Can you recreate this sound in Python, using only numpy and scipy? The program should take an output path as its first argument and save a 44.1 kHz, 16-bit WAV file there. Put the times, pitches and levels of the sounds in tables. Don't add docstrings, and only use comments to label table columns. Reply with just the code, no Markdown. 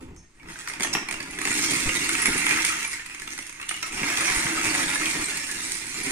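import sys
import numpy as np
from scipy import signal
from scipy.fft import rfft, irfft, next_fast_len
from scipy.io import wavfile

SR = 44100
rng = np.random.default_rng(int(sys.argv[2]) if len(sys.argv) > 2 else 0)


def transcribe(u):
    v = np.clip(np.atleast_2d(u).T, -1, 1)
    q = np.round(v * 32767).astype(np.int16)
    wavfile.write(sys.argv[1], SR, q)


N = 269451
T = np.arange(N) / SR

# frequency in Hz, level in dB.
DRUM_SPECTRUM = [(60, -20), (100, -12), (165, -1.5), (230, -1), (290, 3.5), (340, 2), (420, -3),
                 (600, -23.5), (1000, -72.5)]
WALL_SPECTRUM = [(250, -39), (450, -9), (640, -3), (900, 4.5), (1300, -6), (1600, -18.5), (3000, -29)]
RUMBLE_SPECTRUM = [(10, 2), (25, -9), (45, -4.5), (70, -7), (110, -7), (180, -7), (400, -34), (1000, -79)]


def pour(parts, extra_per_s=130, least_per_s=160, moving_share=0.7, rebound_db=-1.5, contacts=3):
    flow_db = heap_levels(T)[0]
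    per_s = least_per_s + extra_per_s * gain_of(0.5 * (flow_db - flow_db.max()))
    hits = np.flatnonzero(rng.random(N) < per_s / SR)
    hit_s = hits / SR
    surge_db = 0.7 * wander(13)[hits]
    levels_db = part_levels(hit_s, *heap_levels(hit_s)) + surge_db
    weight, height, choice = rng.random((N, 3))[hits].T
    weight_db = 1.5 * np.minimum(-np.log1p(-weight), 4)
    which = (2 * hits / N + moving_share * choice) % 1
    hop = np.arange(contacts)
    times = hit_s[:, None] + (0.003 + 0.014 * height[:, None]) * hop ** 0.8
    hop_sizes = gain_of(rebound_db * hop)
    hop_sizes /= np.linalg.norm(hop_sizes)
    window = np.hanning(int(0.172 * SR))
    out = np.zeros((2, N))
    for part, level_db, trim_db in zip(parts, levels_db, (-1.58, -1.19, -0.63, -3.46, -0.52)):
        sizes = gain_of(weight_db + 2.5 * rng.standard_normal(N)[hits])
        power = signal.oaconvolve(np.bincount(hits, sizes ** 2, N), window / window.sum(), "same")[hits]
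        sizes = sizes * gain_of(level_db + trim_db) / np.sqrt(power)
        for hop_times, size, piece in zip(times, sizes, (which * len(part)).astype(int)):
            for s, hop_size in zip(hop_times, hop_sizes):
                add(out, s, size * hop_size * part[piece])
    return out


def landings(parts, graze_db=-11, settle_db=-8.5, gap_s=0.002, blow_s=0.009, contacts=4):
    # time in seconds, clack level in dB, tick level in dB.
    blows = [(.146, -75, -68), (0.163, -62, -57), (0.398, -57, -72), (0.431, -55, -61), (0.557, -46, -58),
             (0.675, -33, -40), (0.685, -45, -36), (0.699, -35, -43.5), (0.736, -39, -41),
             (0.799, -35, -39), (.807, -32, -34), (.834, -32.5, -28), (0.847, -30, -37), (.871, -36.5, -52),
             (.951, -23, -37), (0.968, -32, -50), (1.087, -30.5, -38), (1.111, -32, -33.5),
             (1.126, -35.5, -35.5), (1.141, -35, -43), (1.204, -34.5, -38), (1.228, -44, -40.5),
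             (1.309, -54, -44), (1.334, -43, -67), (1.388, -31.5, -37.5), (1.415, -31, -33.5),
             (1.453, -26, -31), (1.474, -26.5, -31.5), (1.516, -28, -39), (1.527, -34, -38),
             (1.661, -37.5, -35), (1.709, -44.5, -27.5), (1.804, -37, -31), (1.892, -24.5, -36),
             (2.092, -26.5, -29), (2.131, -53, -30.5), (2.152, -27, -37), (2.225, -27.5, -32),
             (2.257, -22, -28), (2.332, -45, -44), (2.378, -39, -31), (2.466, -23.5, -32),
             (2.492, -29, -31), (2.509, -23, -31), (2.529, -32, -46), (2.62, -45, -32), (2.629, -46, -34),
             (2.644, -28.5, -40), (2.649, -29, -24), (2.665, -38, -30), (2.829, -36, -38),
             (2.848, -28.5, -37), (2.996, -36, -56), (3.062, -42, -41.5), (3.098, -42, -51),
             (3.147, -39.5, -44), (3.198, -42, -42), (3.219, -37, -41.5), (3.276, -37, -39.5),
             (3.292, -51, -56), (3.378, -40, -41), (3.389, -35, -39), (3.407, -51, -54), (3.425, -46, -44),
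             (3.467, -49, -43), (3.474, -62, -48), (3.495, -43, -41.5), (3.526, -45, -46),
             (3.599, -39, -52), (3.614, -40.5, -43), (3.628, -37, -46.5), (3.688, -50, -37.5),
             (3.692, -39, -28), (3.712, -29.5, -51), (3.728, -41, -53), (3.742, -46, -42),
             (3.765, -53, -41.5), (3.828, -31, -33.5), (3.834, -35.5, -51), (3.844, -52, -55),
             (4.032, -30, -57), (4.101, -29, -37), (4.172, -37.5, -29.5), (4.298, -31, -43),
             (4.403, -44, -37), (4.467, -28, -49), (4.75, -26, -36), (4.782, -34, -35), (4.956, -39, -31),
             (5.058, -35, -29), (5.1, -42, -32.5), (5.112, -45, -33), (5.244, -56, -37), (5.258, -46, -36),
             (5.372, -48.5, -35.5), (5.513, -53, -34), (5.719, -40, -30), (6.031, -46, -48),
             (6.063, -41, -36)]
    out = np.zeros((2, N))
    contact = np.arange(contacts) - 1
    sizes = gain_of(np.where(contact < 0, graze_db, settle_db * contact))
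    sizes *= np.sqrt(blow_s * SR) / np.linalg.norm(sizes)
    for s, clack_db, tick_db in blows:
        delays = gap_s * contact * rng.uniform(0.75, 1.25, contacts)
        for part, level_db in zip(parts, single_piece_levels(s, clack_db, tick_db)):
            for delay, size in zip(delays, sizes):
                add(out, s + delay, size * gain_of(level_db) * part[rng.integers(len(part))])
    return out


def rattles(parts, contacts=6):
    # start in seconds, length in seconds, clack level in dB, tick level in dB.
    skitters = [(0.486, 0.04, -46, -53), (0.591, 0.032, -48.5, -44), (0.822, 0.021, -33.5, -30),
                (0.93, 0.011, -33.5, -26), (1.611, 0.043, -36.5, -29.5), (1.733, 0.042, -33, -33),
                (1.951, 0.022, -30.5, -31), (2.207, 0.038, -35, -41), (2.577, .022, -31, -43),
                (2.655, 0.046, -36.5, -33.5), (2.912, 0.035, -41, -39), (3.307, 0.031, -41, -42),
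                (3.702, 0.0054, -39, -47), (3.826, 0.0094, -42, -37), (3.964, 0.056, -41, -61),
                (4.27, 0.037, -30.5, -43), (4.355, 0.048, -33.5, -38), (4.634, 0.038, -32.5, -34.5),
                (5.712, 0.052, -59, -41.5)]
    out = np.zeros((2, N))
    for s, length_s, clack_db, tick_db in skitters:
        times = s + length_s * (np.arange(contacts) + rng.uniform(-0.4, 0.4, contacts)) / contacts
        sizes = gain_of(-2 * rng.standard_normal(contacts))
        sizes *= np.sqrt(length_s * SR) / np.linalg.norm(sizes)
        for part, level_db in zip(parts, single_piece_levels(s, clack_db, tick_db)):
            pair = rng.integers(len(part), size=2)
            for k, size in enumerate(sizes):
                add(out, times[k], size * gain_of(level_db) * part[pair[k % 2]])
    return out


def rings(detune=0.0353, tones=7):
    # start in seconds, pitch in Hz, level in dB, seconds to fade by 60 dB (called t60).
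    ringing = [(.165, 6310, -48.5, 0.23), (0.164, 5500, -56, .3), (.165, 8950, -61, 0.42),
               (.4, 2250, -42, .05), (.558, 1610, -36, 0.077), (.676, 2420, -28.5, .04),
               (.69, 9200, -30, 0.026), (0.704, 9200, -33, 0.023), (1.506, 296, -28.5, 0.25),
               (1.516, 8850, -18, .02), (1.527, 8600, -21, .02), (1.57, 296.5, -29, 0.3),
               (1.665, 2270, -24.5, .06), (1.711, 9170, -24, 0.071), (1.749, 2100, -21.5, .06),
               (1.719, 303, -24.5, 0.11), (2.152, 2510, -19, 0.035), (2.219, 10350, -18.5, 0.084),
               (2.256, 10370, -15.5, 0.037), (2.265, 10250, -17, 0.042), (2.268, 2214, -18, 0.068),
               (2.285, 282, -28.5, .18), (2.377, 9560, -21.5, .06), (2.46, 9740, -23, 0.059),
               (2.519, 318, -27.5, 0.21), (2.7, 1300, -29.5, 0.27), (2.826, 2200, -28, .06),
               (2.859, 10350, -29, 0.02), (2.937, 2110, -25, .06), (2.876, 10200, -21.5, 0.031),
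               (3.377, 9500, -33.5, .05), (3.467, 9340, -27, 0.011), (3.476, 9600, -33, .012),
               (3.692, 2920, -27, 0.07), (3.711, 1300, -24.5, 0.033), (3.741, 2870, -33, 0.2),
               (3.83, 1300, -28.5, 0.097), (4.033, 2170, -23, 0.084), (4.354, 7900, -30, .08),
               (4.363, 9400, -22.5, 0.084), (4.577, 1306, -27, 0.17), (4.664, 2060, -27, 0.072),
               (4.67, 310, -28, 0.25), (4.698, 4540, -25, 0.06), (4.702, 9350, -31, 0.055),
               (4.822, 9300, -24, 0.046), (4.84, 304, -34, .2), (4.871, 8140, -28, 0.046),
               (4.95, 9560, -22.5, .05), (4.957, 1750, -19.5, 0.054), (5, 2100, -25, 0.053),
               (5.005, 313.6, -30, 0.41), (5.031, 1890, -23, 0.061), (5.062, 2490, -26, 0.11),
               (5.096, 8030, -29.5, 0.081), (5.144, 1860, -28, 0.098), (5.199, 315.5, -34, 0.22),
               (5.242, 8300, -19.5, 0.03), (5.258, 8200, -22, 0.034), (5.318, 1720, -32, 0.14),
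               (5.393, 1870, -30, 0.065), (5.492, 1726, -31.5, 0.3), (5.555, 1770, -32, 0.039),
               (5.626, 7920, -31, 0.22), (5.65, 9140, -30, 0.19), (5.716, 8350, -26, .06),
               (6.069, 273, -32, 0.37)]
    out = np.zeros((2, N))
    for s, hz, level_db, t60 in ringing + stray_rings():
        t = np.arange(int(t60 * SR) + 64) / SR
        offsets = 2 * (np.arange(tones) + rng.random(tones)) / tones - 1
        close_hz = hz * (1 + detune * offsets[:, None])
        phase = 1.44 * rng.standard_normal((tones, 1)) + rng.random((2, tones, 1))
        fade = gain_of(-60 * t / t60) * (1 - np.exp(-t / 0.0002))
        cluster = unit_energy(fade * np.sin(2 * np.pi * close_hz * t + phase).sum(1))
        add(out, s, gain_of(level_db) * np.sqrt(np.sum(fade ** 2) / 2) * cluster)
    return out


def stray_rings(per_s=44, above_heap_db=1, t60=0.045, large_hz=(1200, 2780), small_hz=(6950, 10800)):
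    rows = []
    for k, (jitter, pitch) in enumerate(rng.random((300, 2))):
        s = (k + jitter) / per_s
        low_hz, high_hz = (large_hz, small_hz)[k % 2]
        if s < T[-1]:
            level_db = heap_levels(s)[k % 2] + above_heap_db
            rows.append((s, low_hz + pitch * (high_hz - low_hz), level_db, t60))
    return rows


def collision_parts(blur, scatter_db):
    # frequency in Hz, level in dB.
    clack_spectrum = [(300, -19.5), (480, -7.5), (600, -23), (900, -4), (1100, -4), (1300, -9),
                      (1600, -7.5), (1900, 1), (2200, 3), (2500, -3), (2800, -5.5), (3100, -4.5),
                      (4000, -11.5), (7000, -23.5)]
    tick_spectrum = [(1800, -21.5), (3200, -3.5), (4100, -2), (5100, -1.5), (7000, 0.5), (8400, -1),
                     (9300, 3), (9900, -5.5), (10600, -7.5), (11300, -9), (12600, -14), (14000, -14),
                     (15500, -18)]
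    floor_spectrum = [(500, -27.5), (900, -15), (1250, 0), (1750, 1.5), (2100, -4), (2700, -6), (3300, -4),
                      (6000, -43)]
    clacks = impacts(clack_spectrum, (1203, 2816), t60=0.034 * blur, rise_s=0.00018 * blur, ring_db=-2,
                     scatter_t60=0.041, scatter_db=scatter_db, width=0.46, trim_db=2)
    ticks = impacts(tick_spectrum, (3190, 10800), t60=0.013 * blur, rise_s=0.00038 * blur, ring_db=-2.5,
                    scatter_t60=0.044, scatter_db=scatter_db, width=0.73, trim_db=3)
    drums = impacts(DRUM_SPECTRUM, (243, 351.6), t60=0.09, rise_s=0.00019, ring_db=-22,
                    scatter_t60=0.025, scatter_db=2, width=0.18, trim_db=0.17, count=60, samples=6144)
    walls = impacts(WALL_SPECTRUM, (480, 1510), t60=0.056 * blur, rise_s=0.000074, ring_db=-0.5,
                    scatter_t60=0.044, scatter_db=scatter_db, width=0.79, trim_db=0.5, count=100)
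    floors = impacts(floor_spectrum, (1138, 1894), t60=0.014 * blur, rise_s=0.00034, ring_db=-10.5,
                     scatter_t60=0.026, scatter_db=scatter_db, width=0.41, trim_db=-3, count=100)
    return clacks, ticks, drums, walls, floors


def impacts(spectrum, range_hz, t60, rise_s, ring_db, scatter_t60, scatter_db, width, trim_db,
            crack_t60=0.0079, count=520, tones=3, samples=1536):
    t = np.arange(samples) / SR
    hz = rng.uniform(*range_hz, (count, tones, 1))
    tone_t60 = t60 * rng.uniform(0.34, 2.52, hz.shape)
    fading_tones = np.sin(2 * np.pi * hz * t) * gain_of(-60 * t / tone_t60)
    ring = rng.standard_normal((count, 3, tones)) @ fading_tones
    crack_fade = gain_of(-60 * t / crack_t60) + gain_of(scatter_db - 60 * t / scatter_t60)
    crack = rng.standard_normal(ring.shape) * crack_fade
    rise = 1 - np.exp(-t / rise_s)
    blows = rise * (crack / crack.std() + gain_of(ring_db) * ring / ring.std())
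    shared, left, right = blows.swapaxes(0, 1)
    sides = rfft(np.stack([shared + width * left, shared + width * right], 1), 2 * samples)
    bin_hz = np.fft.rfftfreq(2 * samples, 1 / SR)
    left_delay_s = rng.uniform(0.00005, 0.00014, (count, 1))
    sides[:, 0] *= np.exp(-2j * np.pi * bin_hz * left_delay_s)
    coloured = irfft(sides * rfft(colour_filter(spectrum), 2 * samples))[..., :samples]
    return [gain_of(trim_db) * unit_energy(pair) for pair in coloured]


def heap_levels(s):
    # time in seconds, clack level in dB,
    # then ticking and drumming, both in dB above the clack.
    flow = [(0, -57, -1, 14.5), (.1, -64, -18, 12), (.33, -69, -2, -4), (.44, -53.5, -11.5, 3.5),
            (.5, -50, 0.5, -7), (.77, -43.5, -10, -6.5), (.86, -43.5, -17, 2), (1.05, -43, -13.5, -3.5),
            (1.37, -42, -3.5, -1.5), (1.51, -32.5, 1.5, -6.5), (1.85, -33, -0.5, -3.5),
            (2.13, -30, -2, -7.5), (2.55, -27.5, -5.5, -12), (2.92, -39, -2, -15), (3, -43.5, -8, -17),
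            (3.3, -47.5, -2.5, -6), (3.6, -48.5, -5, -10.5), (3.89, -38.5, -2.5, -10.5),
            (4.08, -30, -4, -9.5), (4.3, -31, 0, -8.5), (4.5, -32, -2.5, -5), (4.75, -30, -1.5, -7),
            (5.12, -32.5, -2.5, -9), (5.42, -38, 0.5, -8.5), (5.9, -40.5, 1, -7.5), (6.11, -33, -3, -5)]
    times, *columns = np.transpose(flow)
    clack_db, tick_offset_db, drum_offset_db = (np.interp(s, times, column) for column in columns)
    return clack_db, clack_db + tick_offset_db, clack_db + drum_offset_db


def single_piece_levels(s, clack_db, tick_db):
    flow_db, _, drum_db = heap_levels(s)
    return part_levels(s, clack_db, tick_db, clack_db + drum_db - flow_db - 8)


def part_levels(s, clack_db, tick_db, drum_db):
    # time in seconds, gain in dB.
    wall_gains = [(1, -4), (1.4, -8.5), (3.1, -12), (3.8, -7.5), (4.05, -3), (6, -8)]
    # time in seconds, level in dB compared with the clack.
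    floor_gains = [(.9, -3), (1.6, -16), (2.1, -9), (2.6, -7), (3.1, -13), (3.7, -6), (4, -12), (4.2, -1.5),
                   (5, -5.5), (5.9, -16)]
    dull_db = np.clip(clack_db - tick_db, -10, 10)
    wall_db = (clack_db + drum_db) / 2 + np.interp(s, *np.transpose(wall_gains)) + 0.24 * dull_db
    floor_db = clack_db + np.interp(s, *np.transpose(floor_gains))
    return clack_db, tick_db, drum_db, wall_db, floor_db


def box_bumps(rise_share=0.17, rattle_db=3, wall_db=-10):
    # start in seconds, length in seconds, rumble level in dB, drumming level in dB.
    bumps = [(0, 0.025, -45, -43), (0.041, 0.28, -42, -51.5), (0.43, 0.21, -45.5, -50),
             (0.795, 0.06, -52, -34.5), (.873, 0.1, -46, -40), (0.951, 0.064, -56, -34),
             (1.012, 0.058, -56, -37.5), (1.467, 0.16, -49, -45), (1.647, 0.19, -55, -40),
             (1.717, 0.048, -50, -34), (1.76, 0.049, -50, -50), (1.857, 0.071, -28.5, -33),
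             (2.276, 0.084, -38, -29.5), (2.354, 0.03, -51, -28.5), (2.509, 0.058, -56, -43),
             (3.902, 0.26, -47, -43.5), (4.003, 0.17, -53.5, -33.5), (4.29, 0.065, -44, -33),
             (4.36, .051, -36, -39), (4.448, 0.038, -34, -50), (4.654, 0.1, -39, -39),
             (4.86, 0.053, -35, -39), (4.98, 0.17, -48, -39.5), (5.14, 0.12, -57, -35),
             (5.18, 0.11, -43, -42), (5.953, 0.1, -65, -43), (6.05, 0.18, -50, -48)]
    rumble_gain, drum_gain = np.zeros((2, N))
    for s, length_s, rumble_db, drum_db in bumps:
        age = np.maximum(T - s, 0) / (rise_share * length_s)
        swell = age * np.exp(1 - age)
        rumble_gain += gain_of(rumble_db) * swell
        drum_gain += gain_of(drum_db) * swell
    drum_gain *= gain_of(rattle_db * (np.tanh(wander(70)) - 0.5))
    rumble = coloured_noise(RUMBLE_SPECTRUM)
    drumming = coloured_noise(DRUM_SPECTRUM) + gain_of(wall_db) * coloured_noise(WALL_SPECTRUM)
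    return rumble_gain * rumble + drum_gain * drumming


def box_rumble():
    drum_db = heap_levels(T)[2]
    level_db = -48 + 0.46 * (drum_db - drum_db.max())
    return coloured_noise(RUMBLE_SPECTRUM) * gain_of(level_db + 1.5 * wander(60))


def room_echoes(sound, gap_s=0.0038, turn_s=0.09, patterns=4, samples=15000):
    # frequency in Hz, seconds to fade by 60 dB.
    fade_times = [(150, 0.021), (600, 0.26), (2000, 0.38), (8000, 0.42), (15000, 0.11)]
    shape = (patterns, 2, samples)
    reflections = rng.standard_normal(shape) * (rng.random(shape) < 0.12)
    hz, t, bands = signal.stft(reflections, SR, nperseg=256)
    fade = gain_of(-60 * t / value_at(fade_times, hz)[:, None])
    tails = signal.istft(bands * fade, SR, nperseg=256)[1]
    tails *= np.arange(tails.shape[-1]) > gap_s * SR
    tails /= np.linalg.norm(tails, axis=-1, keepdims=True)
    echo = np.zeros((2, N))
    for k, tail in enumerate(tails):
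        turns_away = abs((T / turn_s - k) % patterns - patterns / 2)
        echo += convolve(sound * np.sqrt(np.maximum(1 - turns_away, 0)), tail)
    high_pass = signal.butter(2, 430, "high", fs=SR, output="sos")
    side = signal.sosfilt(high_pass, (echo[0] - echo[1]) / 2)
    return echo.mean(0) + np.array([side, -side])


def room_hush(level_db=-60.5):
    # frequency in Hz, level in dB.
    hush_spectrum = [(30, 11), (100, -40), (300, -1.5), (700, -25), (2000, -21), (8000, -18), (15000, -78)]
    white = rng.standard_normal(N) + 0.5 * rng.standard_normal((2, N))
    hush = convolve(white, colour_filter(hush_spectrum))
    return gain_of(level_db) * hush / hush.std()


def gain_of(db):
    return 10 ** (np.asarray(db) / 20)


def value_at(points, hz):
    row_hz, values = np.transpose(points)
    return np.interp(np.log(hz + 1), np.log(row_hz + 1), values)


def add(mix, s, sound):
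    span = mix[:, max(round(s * SR), 0):][:, :sound.shape[1]]
    span += sound[:, :span.shape[1]]


def unit_energy(pair):
    return pair / np.sqrt(np.sum(pair ** 2) / 2 + 1e-20)


def convolve(sound, response):
    filtered = signal.oaconvolve(np.atleast_2d(sound), np.atleast_2d(response), axes=1)
    return filtered[:, :np.shape(sound)[-1]]


def colour_filter(spectrum, size=4096):
    hz = abs(np.fft.fftfreq(size, 1 / SR))
    log_gain = np.log(gain_of(np.maximum(value_at(spectrum, hz), -100)))
    return np.fft.ifft(np.exp(np.conj(signal.hilbert(log_gain)))).real[:size // 2]


def coloured_noise(spectrum):
    noise = convolve(rng.standard_normal(N), colour_filter(spectrum))
    return noise / noise.std()


def wander(per_s):
    steps = rng.standard_normal(1024)
    return np.interp(T * per_s, np.arange(len(steps)), steps)


def scene(echo_db=-5):
    buried = collision_parts(blur=1, scatter_db=1.5)
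    on_top = collision_parts(blur=0.55, scatter_db=-9)
    bricks = landings(on_top) + rattles(on_top) + pour(buried) + rings()
    return bricks + gain_of(echo_db) * room_echoes(bricks) + box_rumble() + box_bumps() + room_hush()


def record(dry, cutoff_hz=15350):
    # frequency in Hz, left level minus right level in dB.
    balance = [(200, 0.5), (420, -1.5), (750, 4.5), (950, -0.5), (1250, 3.5), (1650, 1), (2000, -2.5),
               (2550, -5.5), (3000, 2), (4200, -2.5), (5400, -2.5), (8200, -1.5), (9400, -16), (10500, -14),
               (13000, -6)]
    # frequency in Hz, lag in radians.
    left_lag = [(60, 0), (300, 0.4), (480, 1), (900, 1), (1300, 0.55), (2000, 0.067), (2600, 0.15),
                (15000, 0.28)]
    size = next_fast_len(N)
    hz = np.fft.rfftfreq(size, 1 / SR)
    tilt = gain_of(value_at(balance, hz))
    left = tilt * np.exp(-1j * value_at(left_lag, hz))
    sides = np.array([left, np.ones_like(tilt)]) * np.sqrt(2 / (1 + tilt ** 2))
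    heard = irfft(rfft(dry, size) * sides, size)[:, :N]
    low_pass = signal.firwin(255, cutoff_hz, window=("kaiser", 9), fs=SR)
    return signal.oaconvolve(heard, low_pass[None], "same")


dry = scene()
out = record(dry)
transcribe(out)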